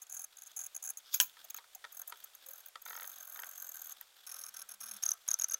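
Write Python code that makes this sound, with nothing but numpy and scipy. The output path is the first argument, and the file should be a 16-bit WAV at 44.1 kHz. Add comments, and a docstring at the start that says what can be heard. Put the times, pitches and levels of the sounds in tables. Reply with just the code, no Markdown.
"""Close by in a small, quiet workshop, a metal scribe traces a template on a steel blank under a rustling sleeve.
Stick-slip friction at the point gives bursts of modulated noise, which excite the resonances of the steel.
At about one second the blank slides, skids and is swung round with a clack: impulses and a rattle through modes.
Then it taps the bench in double knocks of damped modes, fingers creak in rising tones, and long strokes follow.
At last the hand drags in low filtered noise, and near the tip the slips squeak as short wavering harmonic tones."""
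import sys
import numpy as np
from scipy import signal
from scipy.fft import rfft, irfft
from scipy.io import wavfile
from scipy.ndimage import uniform_filter1d

SR = 44100
rng = np.random.default_rng(int(sys.argv[2]) if len(sys.argv) > 2 else 0)


def store_wav(level_fs):
    """Save 16-bit WAV to argv[1]."""
    pcm = np.round(np.clip(np.atleast_2d(level_fs), -1, 1) * 32767)
    wavfile.write(sys.argv[1], SR, pcm.T.astype(np.int16))


N = 246519
TIME = np.arange(N) / SR  # s
BINS = np.arange(2049) * SR / 4096  # Hz

# Levels in the tables are relative: they come ahead of the filters and of each source's trim.
# width_hz is the full width of a resonance at half its amplitude; length_ms is that of a burst at half power.

# Spectrum of the workshop air: hz, density_db (per Hz)
AIR_SPECTRUM = [(20, 9), (45, -3), (80, -8), (120, -23), (250, -27), (420, -7), (700, -3), (1400, -3.5),
                (2300, -2.5), (4000, -6), (7000, -3.5), (15500, -11.5)]
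AIR_DB = -66.5
# Resonances of the sleeve cloth: hz, width_hz, level_db
CLOTH_MODES = [(687, 240, -12.5), (1466, 620, -6), (3480, 790, -2.5), (4210, 3200, -9), (8260, 4600, -17),
               (13300, 3200, -11)]
# Swishes of the sleeve as the arm shifts: top_s, level_db, length_ms
SWISHES = [(0.5, -71, 250), (1.08, -67, 60), (1.28, -67, 50), (1.41, -66, 110), (1.6, -67, 50),
           (1.89, -68, 50), (2.17, -68, 170), (2.41, -67, 60), (3.17, -66, 120), (3.92, -68, 160),
           (4.19, -67, 70), (4.6, -70, 150), (4.98, -65, 150), (5.33, -70, 150)]
SLEEVE_DB = -73  # the sleeve never quite rests

# The point feels for the template's edge with faint ticks: start_s, end_s, rate_per_s, level_db
FEELING = [(0.0, 0.96, 14, -57), (2.02, 2.73, 8, -59)]
# The point is set down or touches in passing, and at 4.012 s the blank knocks sharply on the bench: top_s,
# level_db, length_ms
TOUCHES = [(0.024, -45, 10.6), (0.371, -49, 2.7), (0.388, -51, 4.8), (0.421, -43, 1.8), (0.434, -49, 5),
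           (0.462, -43.5, 1.4), (0.473, -49, 8.4), (0.517, -50, 1.3), (0.974, -42, 3), (0.983, -45, 7),
           (1.447, -47.5, 5.8), (1.504, -38, 5.1), (1.546, -38.5, 2), (1.566, -39, 2.3),
           (1.575, -43.5, 4.9), (1.752, -43.5, 4.4), (2.243, -44.5, 5.4), (2.351, -48.5, 3.1),
           (2.821, -47, 5), (4.012, -33.5, 0.77)]
# Strokes, each a run of stick and slip: first_slip_s, last_slip_s, first_level_db, last_level_db,
# slip_length_ms, catch_level_db (re the slips)
STROKES = [(0.100, 0.243, -40.5, -39.5, 5.6, -7), (0.569, 0.665, -36.5, -41.5, 5.5, -4),
           (0.751, 0.777, -42.5, -52, 5, 3), (0.828, 0.902, -39, -37, 4.5, 1),
           (1.926, 2.019, -48, -41, 5, -12), (2.078, 2.099, -45.5, -43.5, 4.5, -6),
           (2.173, 2.203, -55, -55, 4, -8), (2.465, 2.606, -44, -50, 5.5, -10),
           (2.662, 2.686, -47.5, -49, 4.7, -9), (2.857, 3.921, -46.5, -46.5, 5.2, -8),
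           (4.272, 4.488, -44.5, -45, 6, -6), (4.544, 4.620, -45.5, -43, 5.3, -6),
           (4.693, 4.742, -44, -45, 5.5, -9), (4.811, 4.967, -41.5, -45, 7, -7),
           (5.030, 5.135, -39, -41, 5, -9), (5.280, 5.334, -37.5, -34, 2.8, -10),
           (5.390, 5.438, -39, -35.5, 3, -10), (5.487, 5.537, -42, -36, 4, -7)]
# Pace of slipping, slower in the bends of the outline and towards the tip: time_s, slips_per_s
PACE = [(0, 42), (2.65, 42.5), (2.85, 46), (3.22, 46), (3.29, 41), (3.45, 41.3), (3.51, 46.5), (3.65, 44.5),
        (3.71, 39.5), (4.4, 41.5), (4.85, 38.5), (5.5, 39.5)]
# Harder or lighter bearing of the hand in the long stroke: time_s, change_db
PRESS = [(2.86, 0), (3.1, 3.5), (3.15, -3), (3.33, 2.5), (3.46, 2.5), (3.52, -2.5), (3.62, 3.5), (3.9, 3.2),
         (4.0, 0)]
SLIP_SCATTER_DB, LENGTH_SCATTER = .9, .15  # spread of the level and of the log length of slips
CATCH_MS, CATCH_SCATTER_DB = 3.0, 2  # typical length and level spread of the light catches
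CATCH_SHARE = .49  # a catch comes about this share of the way to the next slip
# Skids of the point while the blank is swung round: top_s, level_db, rise_db_per_ms, fall_db_per_ms
SKIDS = [(1.140, -43, .75, .2), (1.142, -26, 6, .7), (1.213, -22.5, 3, 1.3), (1.226, -34, 1, .5)]
# Spans of steady grip at tang, turn, shoulder, middle and tip: start_s, end_s
PLACES = [(0, 1.0), (1.1, 1.8), (1.9, 3.35), (3.7, 4.05), (4.25, 5.6)]
# Resonances of scribe and blank: hz, width_hz, tang_db, turn_db, shoulder_db, middle_db, tip_db
STEEL_MODES = [(710, 164, -20, -36, -12, -20, -27), (1480, 620, -20.5, -19, -14, -16, -14),
               (2477, 354, -22, -12.5, -18.5, -23, -12), (3790, 2100, -37, -17, -21.5, -20.5, -15),
               (5560, 520, -55, -14, -17.5, -20, -1), (6430, 273, 4, 3.5, 3.5, 4, 5),
               (6950, 660, -4, -3.5, -36, -8, -26), (7410, 1050, -14.5, -15, -9, -10, -15),
               (9110, 1050, -18, -14.5, -13, -15, -6.5), (10370, 630, -11, -13, -6, -7.5, 1.5),
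               (11095, 340, -2.5, -5, -3.5, -16, 2.5), (12040, 330, -5, 0, -5, -4, 2),
               (12480, 520, -20, 3.5, 4.5, 1, -.5), (13550, 560, -30, -5, 1.5, 0, -11),
               (14550, 600, -25, -6, -7, -6, -8.5), (15570, 340, -8.5, 4.5, 1.5, -8, -7)]
# Low bending modes of the blank, which ring on between slips: hz, width_hz, level_db
BENDING_MODES = [(430, 110, -16), (670, 220, -5), (1140, 260, -1), (1400, 400, 1), (1720, 300, -6)]
# How freely the blank bends along the blade: time_s, level_db (re the slips)
BENDING_FREEDOM = [(0, -19.5), (1.2, -25.5), (2.0, -12), (2.9, -12.5), (3.4, -9), (3.9, -14.5),
                   (4.4, -11.5), (5.0, -9.5), (5.5, -9.5)]

# The blank slides on its flat side during the turn: time_s, level_db
SLIDE = [(1.0, -100), (1.06, -62.5), (1.11, -67), (1.14, -39.5), (1.165, -53), (1.2, -79), (1.25, -100)]
# Contacts as the blank comes down hard and bounces: time_s, level_db
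CLACKS = [(1.2014, -13.5), (1.2022, -24.5), (1.2027, -24), (1.2101, -29), (1.2142, -36)]
# Resonances of the clack's blow: hz, width_hz, level_db
CLACK_MODES = [(260, 320, -50), (694, 630, -21.5), (1680, 360, -2), (2780, 320, -0.5), (3155, 350, 6.5),
               (4340, 1500, -10.5), (5650, 560, 1.5), (6700, 510, 0.5), (7830, 440, 1), (9150, 1300, -6.5),
               (12900, 5000, -10)]
# After-ring of the clack: hz, level_db, t60_s
CLACK_RING = [(1007, -39, .12), (1665, -34, .03), (2831, -30, .025), (6449, -33, .08)]
# The blank tips under the hand and taps the bench: time_s, level_db
TAPS = [(1.369, -50.5), (1.5452, -46.5), (1.5855, -45), (1.642, -55), (1.8418, -40), (1.8487, -40),
        (2.1235, -39), (2.7563, -40.5), (3.3594, -45.5), (3.3905, -42.5), (3.4339, -38.5), (4.0115, -52)]
# The blank rocks with every slip as the long stroke starts: first_tap_s, last_tap_s, first_level_db, last_level_db
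ROCKING = (2.862, 3.043, -41, -41.5)
# Modes of a tap: hz, level_db
BENCH_MODES = [(480, -12), (700, -7.5), (1000, -3.5), (1400, 1.5), (1900, -1), (2450, -12.5), (3500, -6.5),
               (4700, -13), (6300, -17.5), (10000, -20.5)]
# Fingers creak on the template: top_s, level_db, length_ms, pitch_hz
CREAKS = [(1.451, -62, 12, 680), (1.592, -66, 31, 1150), (1.759, -60, 9.2, 760), (2.496, -67, 41, 570)]
# The heel of the hand drags over the bench: time_s, level_db
DRAG = [(4.3, -105), (4.5, -87), (4.78, -89), (4.86, -76), (4.97, -72), (5.05, -105)]
# Runs of squeaks near the tip: first_squeak_s, last_squeak_s, first_level_db, last_level_db, length_ms
SQUEAKS = [(5.037, 5.118, -22, -21.5, 1.9), (5.288, 5.342, -21.5, -18.7, 1.7),
           (5.398, 5.444, -26, -20, 1.9), (5.499, 5.544, -35, -23.5, 3)]
# Spectrum of the grit inside a squeak: hz, level_db
RASP_SPECTRUM = [(500, -25.5), (1300, 4), (2000, -4), (4500, -3), (5700, 9), (7100, 9), (8300, -7),
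                 (10500, 3), (12600, 4), (15500, -23)]
SQUEAK_HZ, SQUEAK_SAG_HZ = 6510, 260  # mean pitch of the first squeak of a run, and its fall by the last
TOP_HZ = 15950  # upper limit of the sound


def undb(db):
    """Logarithmic level: twenty decibels are a factor of ten in amplitude."""
    return 10 ** (np.asarray(db) / 20)


def unit(x):
    """Normalization: the root mean square becomes 1."""
    return x / np.sqrt(np.mean(x ** 2))


def through(x, response):
    """Linear filtering: a sound is convolved with an impulse response."""
    return signal.fftconvolve(x, response)[:N]


def causal(gain):
    """Minimum phase: folding the cepstrum puts the energy of a unit-energy response as early as possible."""
    cepstrum = irfft(np.log(gain + 1e-6))
    half = len(cepstrum) // 2
    cepstrum[1:half] *= 2
    cepstrum[half + 1:] = 0
    response = irfft(np.exp(rfft(cepstrum)))[:half]
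    return response / np.linalg.norm(response)


def body(modes):
    """Modal resonance: the powers of steep-sided peaks (hz, width_hz, level_db) add."""
    power = 0
    for hz, width, db in modes:
        peak = undb(db) / (1 + (2 * (BINS - hz) / width) ** 2)
        power = power + peak ** 2
    return causal(np.sqrt(power))


def colour(points):
    """Spectral shaping: levels (hz, level_db) are joined along a logarithmic frequency axis."""
    hz, db = np.transpose(points)
    return causal(undb(np.interp(np.log(BINS + 1), np.log(hz), db)))


def walk(rate):
    """Random modulation: independent levels, about rate per second, joined by straight lines; rms 1."""
    hold = int(SR / rate) + 1
    levels = np.repeat(rng.standard_normal(N // hold + 1), hold)[:N]
    return unit(uniform_filter1d(levels, hold))


def grit(rate, rough_db):
    """Clustered fracture noise: white noise swells and fades at random, as tiny fractures cluster; rms 1."""
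    return unit(rng.standard_normal(N) * undb(rough_db * np.clip(walk(rate), -2, 2)))


def curve(rows):
    """Slow amplitude modulation: the level moves linearly in dB between rows (time_s, level_db)."""
    return undb(np.interp(TIME, *np.transpose(rows)))


def swells(rows, lead=2, edge_ms=0.14):
    """Burst envelopes: the powers of bells (top_s, level_db, length_ms) add, cut in lead lengths before the top."""
    power = np.zeros(N)
    for s, db, ms in rows:
        near = slice(*np.searchsorted(TIME, [s - ms / 400, s + ms / 400]))  # 2.5 lengths each way
        age_ms = 1000 * (TIME[near] - s)
        onset = np.clip((age_ms + lead * ms) / edge_ms, 0, 1)
        power[near] += (undb(db) * onset) ** 2 * .5 ** ((2 * age_ms / ms) ** 2)
    return np.sqrt(power)


def blows(rows):
    """Impulsive excitation: each level is that of the impulse's energy spread over a millisecond."""
    x = np.zeros(N)
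    for s, db in rows:
        x[int(s * SR)] += undb(db) * np.sqrt(SR / 1000)
    return x


def tail(t60_s):
    """Dense decay: exponentially dying noise stands for many modes, at unit energy."""
    t = TIME[:SR // 2]
    response = rng.standard_normal(len(t)) * np.exp(-np.log(1000) * t / t60_s)
    return response / np.linalg.norm(response)


def air():
    """Background noise: shaped white noise whose level drifts slightly is the air of the workshop."""
    return undb(AIR_DB + .8 * walk(4.7)) * through(rng.standard_normal(N), colour(AIR_SPECTRUM))


def workshop(x, early_db=-16, late_db=-26):
    """Reverberation: quick reflections from the bench top, then the dull tail of a small room."""
    early_colour = colour([(300, 7.5), (1400, 4.5), (3000, -12.5), (6400, -9), (15000, -33.5)])
    late_colour = colour([(200, 8.5), (1300, -6), (3000, 0), (6400, -17), (15000, -11)])
    early = through(through(x, tail(t60_s=0.081)), early_colour)
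    late = through(through(x, tail(t60_s=0.39)), late_colour)
    return x + undb(early_db) * early + undb(late_db) * late


def sleeve():
    """Friction of cloth: rough noise, swelling in swishes, passes through broad resonances."""
    motion = np.hypot(undb(SLEEVE_DB), swells(SWISHES))
    return undb(3.5) * through(motion * grit(rate=220, rough_db=4.5), body(CLOTH_MODES))


def ticks(spread_db=3, length_ms=1.8):
    """Random contact: faint ticks (top_s, level_db, length_ms) fall at uniformly random times."""
    rows = []
    for start, end, rate, db in FEELING:
        for _ in range(int(rate * (end - start))):
            rows.append((rng.uniform(start, end), db + spread_db * rng.standard_normal(), length_ms))
    return rows


def slip_run(first, last, first_db, last_db):
    """Stick-slip timing: the accumulated pace spaces the slips; their levels run evenly from first to last."""
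    t = np.linspace(first, last, 200)
    cycles = np.cumsum(np.interp(t, *np.transpose(PACE))) * (t[1] - t[0])
    count = max(int(round(cycles[-1])), 1) + 1
    times = np.interp(np.linspace(cycles[0], cycles[-1], count), cycles, t)
    return times, np.linspace(first_db, last_db, count)


def slips():
    """Stick-slip friction: paced slips with a light catch between two, all varied; top_s, level_db, length_ms."""
    rows = []
    for *stroke, ms, catch_db in STROKES:
        s, db = slip_run(*stroke)
        db = db + np.interp(s, *np.transpose(PRESS))
        size, length, catch_size, catch_time = rng.standard_normal((len(s), 4)).T
        rows += zip(s, db + SLIP_SCATTER_DB * size, ms * np.exp(LENGTH_SCATTER * length))
        between = s[:-1] + np.diff(s) * (CATCH_SHARE + .04 * catch_time[:-1])
        catch_levels = db + catch_db + CATCH_SCATTER_DB * catch_size
        rows += zip(between, catch_levels, CATCH_MS * np.exp(-LENGTH_SCATTER * length))
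    return rows


def skids():
    """Sliding contact: the envelope of each skid rises and falls exponentially, and their powers add."""
    power = 0
    for s, db, rise, fall in SKIDS:
        age_ms = 1000 * (TIME - s)
        power = power + undb(db - np.maximum(-rise * age_ms, fall * age_ms)) ** 2
    return np.sqrt(power)


def scribe(tilt_db=1.0):
    """Forced vibration: slips, touches, ticks and skids drive the steel, whose resonances change with the grip."""
    contact = swells([*slips(), *TOUCHES, *ticks()], lead=0.9)
    force = np.hypot(contact, skids()) * grit(rate=1800, rough_db=4.0)
    modes = np.array(STEEL_MODES)
    ringing = 0
    for place, here in enumerate(np.eye(len(PLACES))):
        # crossfade from one place to the next
        grip = np.interp(TIME, np.ravel(PLACES), np.repeat(here, 2))
        ringing = ringing + through(force * grip, body(modes[:, [0, 1, place + 2]]))
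    # the angle of the point rocks, so some slips are brighter than others
    low = signal.sosfiltfilt(signal.butter(4, 9000, fs=SR, output="sos"), ringing)
    tilt = undb(tilt_db * walk(120))
    tilted = low / tilt + (ringing - low) * tilt
    bending = through(through(force * curve(BENDING_FREEDOM), tail(t60_s=0.094)), body(BENDING_MODES))
    return undb(0.61) * tilted + undb(-2.5) * bending


def slide():
    """Sliding friction: the steel hisses over the bench as rough noise through three resonances."""
    modes = [(1280, 300, -3), (3460, 640, 7), (5070, 1500, 5.5)]
    return through(curve(SLIDE) * grit(rate=950, rough_db=3.5), body(modes))


def clack(rattle_db=-4, rattle_ms=11):
    """Impact: hard blows and a rattle, soon stopped by the hand, excite broad modes; decaying sines ring after."""
    start = CLACKS[0][0]
    rattle = swells([(start + 0.0011, -25, rattle_ms)]) * (TIME > start) * grit(rate=2500, rough_db=0)
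    blow = through(blows(CLACKS) + undb(rattle_db) * rattle, body(CLACK_MODES))
    age = np.maximum(TIME - start, 0)
    ring = 0
    for hz, db, t60 in CLACK_RING:
        ring = ring + undb(db) * np.sin(2 * np.pi * hz * age) * np.exp(-np.log(1000) * age / t60)
    return undb(2) * blow + ring


def taps(bounce_s=0.00223, bounce_db=2.0, spot_db=1.3):
    """Damped double impact: blank meets bench twice in quick succession; each spot varies the dry modes."""
    out = np.zeros(N + SR)
    loss = .24  # width of a mode as a share of its nominal frequency: the fingers damp it
    for s, db in [*TAPS, *zip(*slip_run(*ROCKING))]:
        chance = rng.standard_normal((len(BENCH_MODES), 2))
        modes = []
        for (hz, gain), (shift, size) in zip(BENCH_MODES, chance):
            modes.append((hz * (1 + .05 * shift), hz * loss, gain + spot_db * size))
        # two contacts over a short dense decay
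        force = tail(t60_s=.04)[:len(BINS)]
        force[0] += 1
        force[int(bounce_s * SR)] += undb(bounce_db)
        tap = signal.fftconvolve(force, body(modes)) * np.sqrt(SR / 1000)
        out[int(s * SR):][:len(tap)] += undb(db) * tap
    return out[:N] * undb(-2.4)


def creaks(rise_per_s=1.4, wander=0.082):
    """Stick-slip of skin: each creak on the template is a brief sine, roughened by pitch jitter and rising."""
    out = 0
    jitter = wander * walk(400)
    for s, db, ms, hz in CREAKS:
        glide = np.clip(rise_per_s * (TIME - s), -.03, .03)
        phase = 2 * np.pi * np.cumsum(hz * (1 + glide + jitter)) / SR
        out = out + swells([(s, db, ms)]) * np.sqrt(2) * np.sin(phase)
    return out


def drag():
    """Friction of skin: noise through two low resonances gives the burr of the hand on the bench."""
    return through(curve(DRAG) * rng.standard_normal(N), body([(195, 50, 0), (400, 150, -20)]))


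def squeaks(wander=0.0214, octave_db=-21, grit_db=-14, after_ms=2.2, after_db=-9):
    """Frictional chatter: the point breaks loose at one wavering pitch, with octave and grit, falling over a run."""
    rows = []
    for *run, ms in SQUEAKS:
        times, levels = slip_run(*run)
        pitches = SQUEAK_HZ - SQUEAK_SAG_HZ * np.linspace(0, 1, len(times))
        rows += [(s, db, ms, hz) for s, db, hz in zip(times, levels, pitches)]
    rows = np.array(rows)
    hz = np.interp(TIME, rows[:, 0], rows[:, 3]) * (1 + wander * walk(900))
    phase = 2 * np.pi * np.cumsum(hz) / SR
    tone = np.sqrt(2) * (np.sin(phase) + undb(octave_db) * np.sin(2 * phase))
    rasp = through(grit(rate=1500, rough_db=1.5), colour(RASP_SPECTRUM))
    # a weaker second burst draws out each squeak
    dying = [(s + after_ms / 1000, db + after_db, ms) for s, db, ms, _ in rows]
    envelope = swells([*rows[:, :3], *dying], lead=.75, edge_ms=0.43)
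    return envelope * (undb(-1.9) * tone + undb(grit_db) * rasp)


def scene(clack_room_share=0.51):
    """Superposition: all sources sound in the room over its air; the clack sends only a share to the reverberation."""
    blow = clack()
    work = sleeve() + scribe() + slide() + taps() + creaks() + drag() + squeaks()
    in_room = workshop(work + clack_room_share * blow)
    return (in_room + (1 - clack_room_share) * blow + air())[None]


def record(dry, low_cut_hz=110):
    """Band limiting: the small microphone thins the bass, and the recorder's steep low-pass cuts the top."""
    thin = signal.sosfilt(signal.butter(1, low_cut_hz, "high", fs=SR, output="sos"), dry)
    return signal.sosfilt(signal.ellip(10, .2, 80, TOP_HZ, fs=SR, output="sos"), thin)


dry = scene()
out = record(dry)
store_wav(out)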